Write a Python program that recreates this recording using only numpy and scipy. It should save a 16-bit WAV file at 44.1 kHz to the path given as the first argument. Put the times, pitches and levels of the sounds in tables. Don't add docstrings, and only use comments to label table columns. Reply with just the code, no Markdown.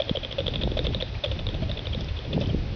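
import sys
import numpy as np
from scipy import signal
from scipy.fft import rfft, irfft, next_fast_len
from scipy.io import wavfile
from scipy.ndimage import map_coordinates

SR = 44100
rng = np.random.default_rng(int(sys.argv[2]) if len(sys.argv) > 2 else 0)


def dump(signal):
    limited = np.clip(np.atleast_2d(signal).T, -1, 1)
    pcm = np.round(limited * 32767).astype(np.int16)
    wavfile.write(sys.argv[1], SR, pcm)


def gain_from_decibels(decibels):
    exponent = np.asarray(decibels, float) / 20
    return 10 ** exponent


N = 121275
T = np.arange(2048) / SR

# (frequency [Hz], relative density [dB])
AIR_SPECTRUM = [(700, -120), (900, 4.5), (1500, -2.5), (2200, 1), (2800, 5), (4200, -1.5), (5200, -12),
                (7000, -25)]


def unit(x):
    return x / np.sqrt(np.mean(x ** 2) + 1e-20)


def along(points, hz):
    f, v = np.transpose(points)
    return np.interp(np.log(hz + 1), np.log(f + 1), v)


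def wobble(rate):
    knots = rng.standard_normal(int(N * rate / SR) + 4)
    return map_coordinates(knots, [np.arange(N) * rate / SR])


def filtered(x, response):
    m = next_fast_len(N + 8192)
    return irfft(rfft(x, m) * response(np.fft.rfftfreq(m, 1 / SR)), m)[..., :N]


def noise(spectrum):
    return unit(filtered(rng.standard_normal(N), lambda hz: gain_from_decibels(along(spectrum, hz))))


def place(times, sounds):
    starts = np.round(np.asarray(times) * SR).astype(int)[:, None]
    at = starts + np.arange(sounds.shape[1])
    return np.bincount(at.ravel(), sounds.ravel(), N + SR)[:N]


def columns(table):
    return (c[:, None] for c in np.transpose(table))


def blow(t, rise, t60):
    e = (1 - np.exp(-(t / rise) ** 2)) * gain_from_decibels(-60 * t / t60)
    return e / e.max()


def push(count, hz):
    pitch = hz * np.exp(.04 * rng.standard_normal((count, 1)))
    return np.sin(2 * np.pi * pitch * T)


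def strokes():
    # (time [s], stroke level before the layer offsets [dB], hollow push over it [dB],
    # length [s], whistle's loudest moment [share of length])
    stroke_table = [(0.0, -28, 11, 0.0067, 0.62), (0.069, -42, 7.5, 0.017, 0.92),
                    (0.15, -35.5, 10, 0.0108, 0.84), (0.2293, -34.5, 2, 0.0097, 0.66),
                    (0.3087, -34.5, 2, 0.0067, 0.9), (0.3828, -30, 10, 0.013, 0.44),
                    (0.461, -35, 6.5, 0.0089, 0.28), (0.5363, -30.5, -1, 0.0088, 0.22),
                    (0.6106, -34, 0.5, 0.015, 0.37), (0.7693, -31, 9.5, 0.0096, 0.46),
                    (0.845, -31.5, 2, 0.014, 0.23), (0.922, -37.5, -14.5, 0.021, 0.83),
                    (1.001, -31.5, -0.5, 0.014, 0.57), (1.237, -26.5, 5.5, 0.013, 0.25),
                    (1.314, -30, 3, 0.008, 0.14), (1.3904, -32, 2, 0.007, 0.099),
                    (1.5427, -36.5, 5.5, 0.0094, 0.068), (1.618, -39.5, 4.5, 0.02, 0.83),
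                    (1.694, -37, 8.5, 0.0098, 0.085), (1.771, -35, -0.5, 0.0099, 0.32),
                    (1.8445, -41, -2.5, 0.021, 1), (1.925, -35.5, -8, 0.013, 0.75),
                    (2.003, -41, -1, 0.016, 0.5), (2.084, -38, -8, 0.013, 0.3),
                    (2.164, -40, -21, 0.016, 0.4), (2.247, -42, 4.5, 0.0086, 0.41),
                    (2.328, -35, 1.5, 0.014, 0.3), (2.41, -34, 6.5, 0.017, 0.11),
                    (2.4897, -39, 7, 0.0122, 0.86)]
    # (frequency [Hz], relative density [dB])
    rustle_spectrum = [(2300, -47), (2900, -3), (3400, -2.5), (4000, -12.5), (4800, -26)]
    whistle_hz, whistle_fall, whistle_db = 3400, .17, 4
    lower_ratio, lower_db = .75, -10
    flare_width = .4
    brisk_s, slow_db_per_s = .015, -1400
    rustle_db, swish_db, push_hz = -10, -7, 585
    rough_rate = 280
    ragged_db, crackle_db, push_rough_db = 2, 3.5, 3

    s, db, push_db, length, flare = columns(stroke_table)
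    times = s[:, 0]
    u = T / length
    arch = (1 - np.exp(-T / 0.00091)) * np.exp(-(u / 1.225) ** 4)

    phase = 2 * np.pi * whistle_hz * T * (1 + whistle_fall * (.5 - u / 2))
    tone = np.sin(phase) + gain_from_decibels(lower_db) * np.sin(lower_ratio * phase)
    onset = np.clip(T * 1000, 0, 1)
    tone = tone * onset * np.exp(-((u - flare) / flare_width) ** 2)
    tone_db = db + whistle_db + slow_db_per_s * np.maximum(length - brisk_s, 0)
    whistle = place(times, gain_from_decibels(tone_db) * tone) * gain_from_decibels(ragged_db * wobble(rough_rate))

    feathers = gain_from_decibels(rustle_db) * noise(rustle_spectrum) + gain_from_decibels(swish_db) * noise(AIR_SPECTRUM)
    air = place(times, gain_from_decibels(db) * arch) * feathers * gain_from_decibels(crackle_db * wobble(3 * rough_rate))

    hollow = place(times, gain_from_decibels(db + push_db) * arch * push(len(s), push_hz))
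    return whistle + air + hollow * gain_from_decibels(push_rough_db * wobble(rough_rate))


def snaps():
    # (time [s], chirp level [dB], pitch 2.7 ms after the start [Hz], hollow push over it [dB])
    snap_table = [(0.019, -20, 3350, -14), (0.0812, -31.5, 3260, -25), (0.0936, -18, 3240, -2.5),
                  (0.157, -24, 3150, -14), (0.1702, -19.5, 3110, -2), (0.2475, -20, 3210, -8),
                  (0.325, -22.5, 3270, -8), (0.4033, -22, 3380, -0.5), (0.466, -19.5, 3270, -22),
                  (0.4797, -15.5, 3336, -5.5), (0.5569, -18, 3386, -11), (0.634, -18, 3430, -5.5),
                  (0.7161, -29, 3300, 0), (0.779, -24, 3220, -22), (0.7903, -17.5, 3510, -1.5),
                  (0.8672, -17.5, 3370, -5), (0.946, -18, 3535, -6), (1.023, -17.5, 3534, -3.5),
                  (1.1517, -32, 2290, -16), (1.2593, -24, 3230, -1), (1.467, -21, 3570, -8),
                  (1.4879, -24, 3260, -10.5), (1.714, -22.5, 3470, -35.5), (1.7913, -25, 3320, -8.5),
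                  (1.8556, -29.5, 3030, -19), (1.869, -23.5, 3500, -3.5), (1.9465, -25, 3460, -1),
                  (2.1892, -28, 3200, -6), (2.4375, -29.5, 3050, -25), (2.4581, -29.5, 3050, -13)]
    rise_s, t60_s, fall_per_s = .0016, .0077, 45
    puff_db = -12.5
    push_hz, push_lag_s, push_rise_s, push_t60_s = 500, .00097, .0016, .026

    s, db, hz, push_db = columns(snap_table)
    times = s[:, 0]
    shape = gain_from_decibels(db) * blow(T, rise_s, t60_s)
    cycles = hz * T * (1.12 - fall_per_s * T / 2)
    chirp = np.sin(2 * np.pi * (cycles + rng.random(s.shape)))
    puff = place(times, shape) * gain_from_decibels(puff_db) * noise(AIR_SPECTRUM)
    hollow = gain_from_decibels(db + push_db) * blow(T, push_rise_s, push_t60_s) * push(len(s), push_hz)
    return place(times, shape * chirp) + puff + place(times + push_lag_s, hollow)


def grass():
    # (time [s], level of the ring [dB])
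    tick_table = [(0.324, -32.5), (0.842, -31), (2.009, -28), (2.045, -32), (2.404, -31.5), (2.415, -30.5),
                  (2.472, -34.5)]
    ring_hz, rise_s, t60_s = 5040, .00017, .0035
    s, db = columns(tick_table)
    crack = np.diff(0.33 * rng.standard_normal((len(s), len(T))), prepend=0)
    ring = np.sin(2 * np.pi * ring_hz * T)
    return place(s[:, 0], gain_from_decibels(db) * blow(T, rise_s, t60_s) * (ring + crack))


def field(x):
    # (frequency [Hz], t60 [s])
    tree_decay = [(300, 0.062), (2200, 0.36), (4200, 0.63), (6500, 0.25)]
    ground_s, ground_db = .006, -17
    trees_db, trees_delay = -14.5, 300
    hz, t, z = signal.stft(rng.standard_normal(SR // 2), SR, nperseg=256)
    decay = gain_from_decibels(-60 * t / along(tree_decay, hz)[:, None])
    tail = signal.istft(z * decay, SR, nperseg=256)[1]
    tail = tail / np.linalg.norm(tail)
    ground = gain_from_decibels(ground_db) * np.pad(x, (round(ground_s * SR), 0))[:N]
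    trees = gain_from_decibels(trees_db) * signal.fftconvolve(np.pad(x, (trees_delay, 0)), tail)[:N]
    return x + ground + trees


def wind():
    # (time [s], buffeting level [dB], upper part over it [dB])
    gust_table = [(0, -38.5, -9), (.37, -39, -4), (.39, -34, -1.5), (.87, -27, -3.5), (1.05, -38, -3),
                  (1.17, -27, -16.5), (1.21, -43.5, -4.5), (1.31, -28, -5), (1.58, -31, -5),
                  (1.62, -27.5, -4), (1.82, -38, 0), (1.9, -29, -12), (2.01, -32, 0), (2.17, -32.5, -22.5),
                  (2.23, -37, -6), (2.36, -31.5, 5.5), (2.44, -32, 1), (2.58, -25.5, -6.5),
                  (2.75, -35.5, -0.5)]
    # (frequency [Hz], relative density [dB])
    low_spectrum = [(10, -38.5), (30, 6.5), (80, 9), (160, -4.5), (300, -45)]
    upper_spectrum = [(60, -17), (110, 3), (250, -7.5), (420, -11.5), (900, -29.5), (1400, -71)]
    # (centre [s], signed peak pressure [full scale], approximate frequency of the swing [Hz])
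    bump_table = [(.114, -0.24, 162), (0.444, -0.14, 110), (.656, -.12, 131.4), (.676, -0.17, 450),
                  (0.817, -.08, 293), (.728, 0.094, 130), (1.6241, 0.14, 149), (1.978, .1, 149),
                  (2.368, -0.27, 148.5), (2.3746, -.13, 200), (2.379, -0.18, 450), (2.477, -0.12, 167.5),
                  (2.531, 0.065, 170), (2.5478, 0.22, 264)]
    lump_db, gust_db, flutter_db = 0.74, 1.6, 2.7

    s, low_db, upper_db = np.transpose(gust_table)
    t = np.arange(N) / SR
    low = unit(gain_from_decibels(lump_db * wobble(18)) * noise(low_spectrum))
    low = low * gain_from_decibels(np.interp(t, s, low_db))
    spiky = gain_from_decibels(gust_db * wobble(25) + flutter_db * wobble(90))
    upper = unit(spiky * noise(upper_spectrum)) * gain_from_decibels(np.interp(t, s, low_db + upper_db))

    centre, peak, hz = columns(bump_table)
    u = (T - T.mean()) * hz * 4.64
    bump = peak * (1 - u ** 2) * np.exp(-u ** 2 / 2)
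    return low + upper + place(centre[:, 0] - T.mean(), bump)


def camera():
    # (frequency [Hz], relative density [dB])
    hiss_spectrum = [(250, 1), (600, 2.5), (1200, -7), (2200, -5.5), (3500, -4), (4900, -11), (5600, -15),
                     (6400, -23), (7200, -56)]
    # (frequency [Hz], rms level [dB])
    whine_table = [(2514, -60)]
    hiss_db, flicker_db, flicker_rate = -43.5, 0.8, 40.28
    t = np.arange(N) / SR
    whine = sum(np.sqrt(2) * gain_from_decibels(db) * np.sin(2 * np.pi * hz * t) for hz, db in whine_table)
    return gain_from_decibels(hiss_db + flicker_db * wobble(flicker_rate)) * noise(hiss_spectrum) + whine


def scene():
    outdoors = field(strokes() + snaps() + grass())
    return (outdoors + wind() + camera())[None]


def top_cut(x):
    return signal.sosfilt(signal.butter(12, 6930, fs=SR, output="sos"), x)


def record(dry):
    edge_hz, edge_order, converter_db = 5934, 11.5, -102.5

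    def low_pass(hz):
        return (hz < 7600) / np.sqrt(1 + (hz / edge_hz) ** (2 * edge_order))

    limited = filtered(dry, low_pass)
    faint = filtered(rng.standard_normal(dry.shape), lambda hz: hz < 15700)
    mix = limited + gain_from_decibels(converter_db) * faint
    return top_cut(mix)


dry = scene()
out = record(dry)
dump(out)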